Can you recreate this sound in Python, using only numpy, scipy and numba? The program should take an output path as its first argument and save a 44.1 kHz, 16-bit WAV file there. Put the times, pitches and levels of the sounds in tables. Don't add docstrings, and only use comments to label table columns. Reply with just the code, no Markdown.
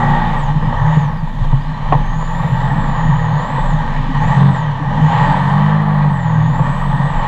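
import sys
import numpy as np
from scipy import signal
from scipy.io import wavfile
from scipy.ndimage import uniform_filter1d
from numba import njit

SR = 44100
rng = np.random.default_rng(int(sys.argv[2]) if len(sys.argv) > 2 else 0)


def invert_db(x):
    u = np.asarray(x, float) / 20
    return 10 ** u


def waveform_to_disk(signal):
    frames = np.transpose(np.atleast_2d(signal))
    scaled = np.clip(frames, -1, 1) * 32767
    samples = np.round(scaled).astype(np.int16)
    wavfile.write(sys.argv[1], SR, samples)


N = 320607
T = np.arange(N) / SR


def unit(x):
    return x / np.sqrt(np.mean(x ** 2))


def noise():
    return rng.standard_normal(N)


def curves(table):
    times, *columns = np.transpose(table)
    return [np.interp(T, times, column) for column in columns]


def swells(table):
    return sum(db * np.exp(-.5 * ((T - s) / length * 2) ** 2) for s, db, length in table)


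def passed_db(table, hz):
    f, db = np.transpose(table)
    return np.interp(np.log(hz), np.log(f), db)


def walk(rate):
    hold = int(SR / rate)
    steps = np.repeat(rng.standard_normal(N // hold + 1), hold)
    return uniform_filter1d(uniform_filter1d(steps, hold), hold)[:N]


def lag(x, s):
    a = np.exp(-1 / (s * SR))
    return signal.lfilter([1 - a], [1, -a], x - x[0]) + x[0]


@njit
def svf(x, hz, width):
    y, band, low = np.empty(len(x)), 0., 0.
    for i in range(len(x)):
        g, k = np.tan(np.pi * hz[i] / SR), width / hz[i]
        v = (band + g * (x[i] - low)) / (1 + g * (g + k))
        band, low, y[i] = 2 * v - band, low + 2 * g * v, k * v
    return y


def resonate(x, hz, width):
    centre = hz * np.ones(N)
    return svf(svf(x, centre, 1.24 * width), centre, 1.24 * width)


def body(modes, gate, flicker_db, locked=0.):
    out = np.zeros(N)
    for hz, width, db in modes:
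        ring = unit(resonate(gate * noise() + locked, hz, width))
        out += invert_db(db + flicker_db * walk(10)) * ring
    return out


# (time [s], engine cycle the lever asks for [Hz])
THROTTLE = [(0.0, 58.17), (0.153, 53.6), (0.292, 26.86), (0.655, 42.15), (0.972, 22.25), (1.49, 33.65),
            (1.777, 38.08), (2.051, 42.3), (2.529, 46.4), (2.722, 39.45), (3.013, 40.6), (3.18, 34.14),
            (3.285, 46), (3.638, 27.82), (4.073, 47.78), (4.475, 31.3), (4.857, 42), (5.079, 47.62),
            (5.489, 52.6), (5.764, 49.04), (6.055, 37), (6.391, 45.8), (6.719, 47.2), (6.944, 43.14),
            (7.192, 46)]


def revs():
    spool_s = 0.086
    times, hz = np.transpose(THROTTLE)
    lever = hz[np.searchsorted(times[1:], T)]
    cycle_hz = lag(lag(lever, spool_s), spool_s)
    return cycle_hz, lag(lever, spool_s / 2) - cycle_hz


# (time [s], exhaust level [dB], intake air relative to exhaust [dB])
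EFFORT = [(0.0, -18.5, -19.5), (0.3, -22, -16), (0.6, -28, -16), (0.8, -20.5, -20.5), (0.97, -21, -18),
          (1.15, -31.5, -18.5), (1.35, -32.5, -12.5), (1.75, -28, -15), (2.2, -26.5, -16.5),
          (2.55, -24, -18), (3.45, -21.5, -19.5), (3.9, -24, -16.5), (4.05, -26.5, -14),
          (4.4, -18.5, -16.5), (4.75, -25.5, -19), (5.2, -17, -18), (6.1, -24, -20.5), (7.27, -23, -18)]
# (time [s], level change [dB], length [s])
SURGES = [(0.417, 0, 0.054), (0.746, 1.5, 0.032), (1.155, 4.5, 0.068), (1.43, 3, 0.05), (1.932, 3.5, 0.089),
          (2.566, 1.5, 0.18), (4.293, 1.5, 0.031), (4.51, -1.5, 0.042), (5.001, -0.5, 0.07),
          (6.668, 3, 0.05), (7.233, 2.5, 0.025)]


def effort():
    roar_db, intake_db = curves(EFFORT)
    return roar_db + swells(SURGES), intake_db


# (centre [Hz], width [Hz], level [dB])
CASE_LOW = [(435, 83, -20), (492.5, 64, -14.5), (584, 107, -10), (689, 56, -16), (862.3, 111, 0.5),
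            (961.5, 98, -4), (1120, 161, -4), (1306, 80, -21), (1577, 110, -13.5), (1765, 130, -11),
            (1882, 102, -9)]
# (centre [Hz], width [Hz], level [dB])
CASE_TOP = [(2300, 610, -13), (3040, 390, -14), (3557, 450, -16.5), (4067, 300, -23.5), (4500, 400, -28),
            (5170, 470, -35.5), (6130, 1900, -30), (6980, 1500, -29.5)]


def exhaust(cycle, hz, roar_db, rush_db):
    firing = 3 * cycle
    strength = invert_db(0.81 * rng.standard_normal(int(firing[-1]) + 1))[firing.astype(int)]
    puff = 0.69 + np.exp(-(firing % 1) / .5)
    gate = strength * puff * invert_db(1.17 * walk(40))
    pattern = rng.standard_normal(128)
    clatter = np.interp((cycle + .003 * walk(20)) % 1, np.arange(128) / 128, pattern, period=1)
    roar = body(CASE_LOW, gate, flicker_db=1.2, locked=.45 * (hz / 57) ** 4 * clatter)
    rush = body(CASE_TOP, gate ** .5, flicker_db=2.0)
    return invert_db(roar_db) * unit(roar) + invert_db(rush_db) * unit(rush)


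# (multiple of the cycle, level [dB])
LOW_ORDERS = [(2, -10), (3, -10), (4, -14.5)]
# (multiple of the cycle, level [dB])
UPPER_ORDERS = [(5, -42), (6, -35), (7, -46), (9, -38), (10, -45), (15, -27), (16, -30)]
# (frequency [Hz], level [dB])
HULL_PASS = [(60, -33), (100, -17.5), (128, -12), (143, -2), (155, -1.5), (172, -11), (203, -3), (235, -10)]


def firing_tone(cycle, hz, roar_db, lift_db):
    orders = []
    for k, db in LOW_ORDERS:
        load_db = 0.65 * (roar_db + 22.5)
        orders.append((k, db + passed_db(HULL_PASS, k * hz) + load_db + lift_db))
    for k, db in UPPER_ORDERS:
        dead_db = -9 * np.exp(-((k * hz - 390) / 45) ** 2)
        orders.append((k, db + 3.5 * k * np.log(hz / 57) + dead_db + 2.5 * walk(6)))
    out = np.zeros(N)
    for k, db in orders:
        phase = 2 * np.pi * k * cycle + 0.14 * k * walk(16)
        out += invert_db(db - 1.0 + 1.7 * walk(14)) * np.sin(phase)
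    return out


# (frequency [Hz], level [dB])
WHINE_PASS = [(4000, -45), (5300, -72), (6200, -67.5), (6900, -56.5), (7400, -57.5), (8150, -62),
              (8700, -79.5), (10200, -78)]


def blower(cycle, cycle_hz, lead_hz):
    gear, belt_slip = 173.2, 0.008
    hz = gear * cycle_hz * (1 + belt_slip * walk(14))
    skirt = 1 / (1 + (hz / 8400) ** 30)
    shake = np.sin(4 * np.pi * cycle) + 0.98 * np.sin(6 * np.pi * cycle) + walk(150)
    phase = 2 * np.pi * np.cumsum(hz) / SR + skirt * shake + .5 * walk(60)
    tone = np.sin(phase) * invert_db(1.6 * walk(30))
    air = unit(resonate(noise(), .98 * hz, 450.0))
    boost_db = 0.26 * np.abs(lead_hz)
    level_db = passed_db(WHINE_PASS, hz) + boost_db + 1.5 * walk(9)
    low_cut_db = np.clip(4800 - hz, 0, None) / 25
    return invert_db(level_db - low_cut_db) * ((1.8 - 0.78 * skirt) * unit(tone) + 1.01 * skirt * air)


# (time [s], peak level [dB], ring [Hz], decay by 60 dB [s])
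KNOCKS = [(0.81, -5, 114.9, 0.34), (0.969, 6, 145.8, 0.095), (1.227, -4.5, 152.9, 0.093),
          (1.414, 0.5, 115, 0.088), (1.528, 2, 133.8, 0.15), (1.722, -14, 144, 0.18),
          (1.951, 3, 134, 0.091), (2.517, 2, 128, 0.13), (3.09, -4, 140, 0.29), (3.329, -2.5, 148, 0.33),
          (4.05, -12, 148.2, 0.11), (5.014, -8.5, 158, 0.39), (6.601, 0, 142.5, 0.12),
          (0.679, -17.5, 232, 0.19), (3.049, -21.5, 232.5, 0.22), (4.089, -12, 261, 0.17),
          (4.799, -18.5, 285, 0.15), (4.989, -18.5, 273, 0.13), (5.269, -20, 282.3, 0.28)]


def knocks():
    out = np.zeros(N)
    for s, db, hz, t60 in KNOCKS:
        age = np.clip(T - s, 0, None)
        attack = (age > 0) * (1 - np.exp(-age / 0.0064))
        decay = 1000. ** (-age / max(t60, .02))
        out += invert_db(db) * attack * decay * np.sin(2 * np.pi * hz * age)
    return out


# (time [s], peak level [dB], decay by 60 dB [s])
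STONES = [(0.153, -30, 0.016), (0.624, -13.5, 0.019), (0.722, -19.5, 0.064), (1.527, -18.5, 0.038),
          (1.923, 0, 0.032), (1.93, -5.5, 0.035), (1.937, -4, 0.023), (1.95, -6.5, 0.033),
          (2.225, -14, 0.0173), (3.58, -10, 0.03), (4.268, -19.5, 0.033), (6.3, -13, 0.032),
          (6.592, -8.5, 0.033)]
# (frequency [Hz], level [dB], share of the decay [ratio])
PLATING = [(298, -11, 1.2), (509.6, -11.5, 2.8), (673, -7, 1.2), (886, 2, 1.01), (1008, -8, 1.6),
           (1160, -19, 0.5), (1866, -15.5, 0.9), (2500, -23.5, 0.35), (3120, -22.5, 0.33),
           (4600, -34, 0.25)]


def stones():
    out = np.zeros(N)
    age = T[:SR // 4]
    attack = np.clip(age / 0.0022, 0, 1)
    for s, db, t60 in STONES:
        start = int(s * SR)
        for hz, mode_db, share in PLATING:
            strength, detune = rng.standard_normal(2)
            fade = attack * 1000. ** (-age / max(t60 * share, .005))
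            ring = np.sin(2 * np.pi * hz * (1 + 0.046 * detune) * age)
            out[start:start + len(age)] += invert_db(db + mode_db + 2.0 * strength) * fade * ring
    return out


# (centre [Hz], width [Hz], level [dB])
HULL = [(65, 100, -28.5), (115, 24, -6), (148, 20, 5), (206.5, 26, -7.5), (257.8, 38, -12.5),
        (334, 190, -37.5)]


def chop(chop_db, lift_db):
    level_db = chop_db - 5.5 - 0.4 * lift_db + 3.5 * walk(12)
    return invert_db(level_db) * unit(body(HULL, 1., flicker_db=0.6))


# (time [s], level change [dB], length [s])
LIFTS = [(0.37, -11, 0.052), (0.9, 4, 0.29), (2.5, 6.5, 0.25), (2.8, -1.5, 0.18), (3.1, 5, 0.23),
         (3.3, 6.5, 0.14), (3.52, -8, 0.22), (4.27, 8, 0.063), (4.46, 8, 0.16), (5.04, 6.5, 0.037),
         (5.8, 2, 0.39), (6.38, 8, 0.36)]


def lifts():
    return swells(LIFTS)


# (start time [s], length [s], level [dB])
SHUDDERS = [(0.063, 0.89, -16), (1.088, 0.23, -18.5), (1.394, 0.17, -10.5), (1.68, 0.043, -16),
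            (1.814, 0.591, -11.5), (2.547, 0.41, -15), (3.01, 0.1, -16.5), (3.151, 0.079, -18),
            (3.593, 0.72, -16.5), (4.895, 0.12, -17), (5.233, 0.16, -19), (6.53, 0.4, -15.5),
            (7.169, 0.054, -6)]


def mount():
    rest_db, swell_s = -25.5, 0.095
    shaken = sum(invert_db(db - 2.5) * ((T > s) & (T < s + length)) for s, length, db in SHUDDERS)
    swell = invert_db(rest_db) + uniform_filter1d(shaken, int(swell_s * SR))
    rumble = unit(resonate(noise(), 33., 20.0))
    ring = np.sin(2 * np.pi * 25.5 * T + .8 * walk(8)) + 0.22 * rumble
    return swell * invert_db(2.7 * walk(6.4) - 3) * unit(ring)


# (time [s], chop level [dB], spray level [dB])
WATER = [(0.0, -14.5, -68), (0.35, -18, -69), (0.6, -11, -72.5), (0.9, -17, -70), (1.35, -17, -69),
         (1.8, -15, -76), (2.15, -21, -67.5), (2.5, -14, -64.5), (2.95, -13, -72.5), (3.5, -18.5, -70.5),
         (4.05, -12.5, -75), (4.4, -8, -71), (4.8, -19, -75.5), (5.1, -11.5, -77.5), (5.6, -15, -68),
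         (6.15, -20, -71.5), (6.5, -9.5, -67), (7.27, -20.5, -69)]


def water():
    return curves(WATER)


# (centre [Hz], width [Hz], level [dB])
SPRAY = [(9900, 1600, -0.56), (10800, 1300, 0.77), (11900, 1800, -2), (13300, 1800, 0), (14600, 1600, -2)]
# (time [s], peak level [dB], length [s])
SPLASHES = [
    (0.848, -57, 0.017),
    (0.968, -54, 0.017),
    (1.43, -53, 0.011),
    (1.492, -58, 0.018),
    (1.95, -59, 0.013),
    (1.97, -43.5, 0.013),
    (1.995, -57.5, 0.011),
    (2.052, -50.5, 0.016),
    (2.871, -49, 0.019),
]


def spray(spray_db):
    sheets = np.zeros(N)
    for s, db, length in SPLASHES:
        sheets += invert_db(db - 20.5) * np.exp(-.5 * ((T - s - length) / max(length / 2, .002)) ** 2)
    hiss = unit(body(SPRAY, invert_db(1.2 * walk(60)), flicker_db=1.0))
    return (invert_db(spray_db + 2 * walk(5)) + sheets) * hiss


def scene():
    cycle_hz, lead_hz = revs()
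    cycle = np.cumsum(cycle_hz) / SR
    roar_db, intake_db = effort()
    chop_db, spray_db = water()
    lift_db = lifts()
    engine = exhaust(cycle, cycle_hz, roar_db, roar_db + intake_db)
    engine += firing_tone(cycle, cycle_hz, roar_db, lift_db)
    whine = blower(cycle, cycle_hz, lead_hz)
    hull = knocks() + stones() + chop(chop_db, lift_db)
    return (engine + whine + hull + mount() + spray(spray_db))[None]


def band_limit(x):
    return signal.sosfilt(signal.butter(12, 15300, fs=SR, output="sos"), x)


def record(dry):
    mix = 0.97 * np.tanh(dry / 0.88 + dry ** 3 / 3)
    return band_limit(mix)


dry = scene()
out = record(dry)
waveform_to_disk(out)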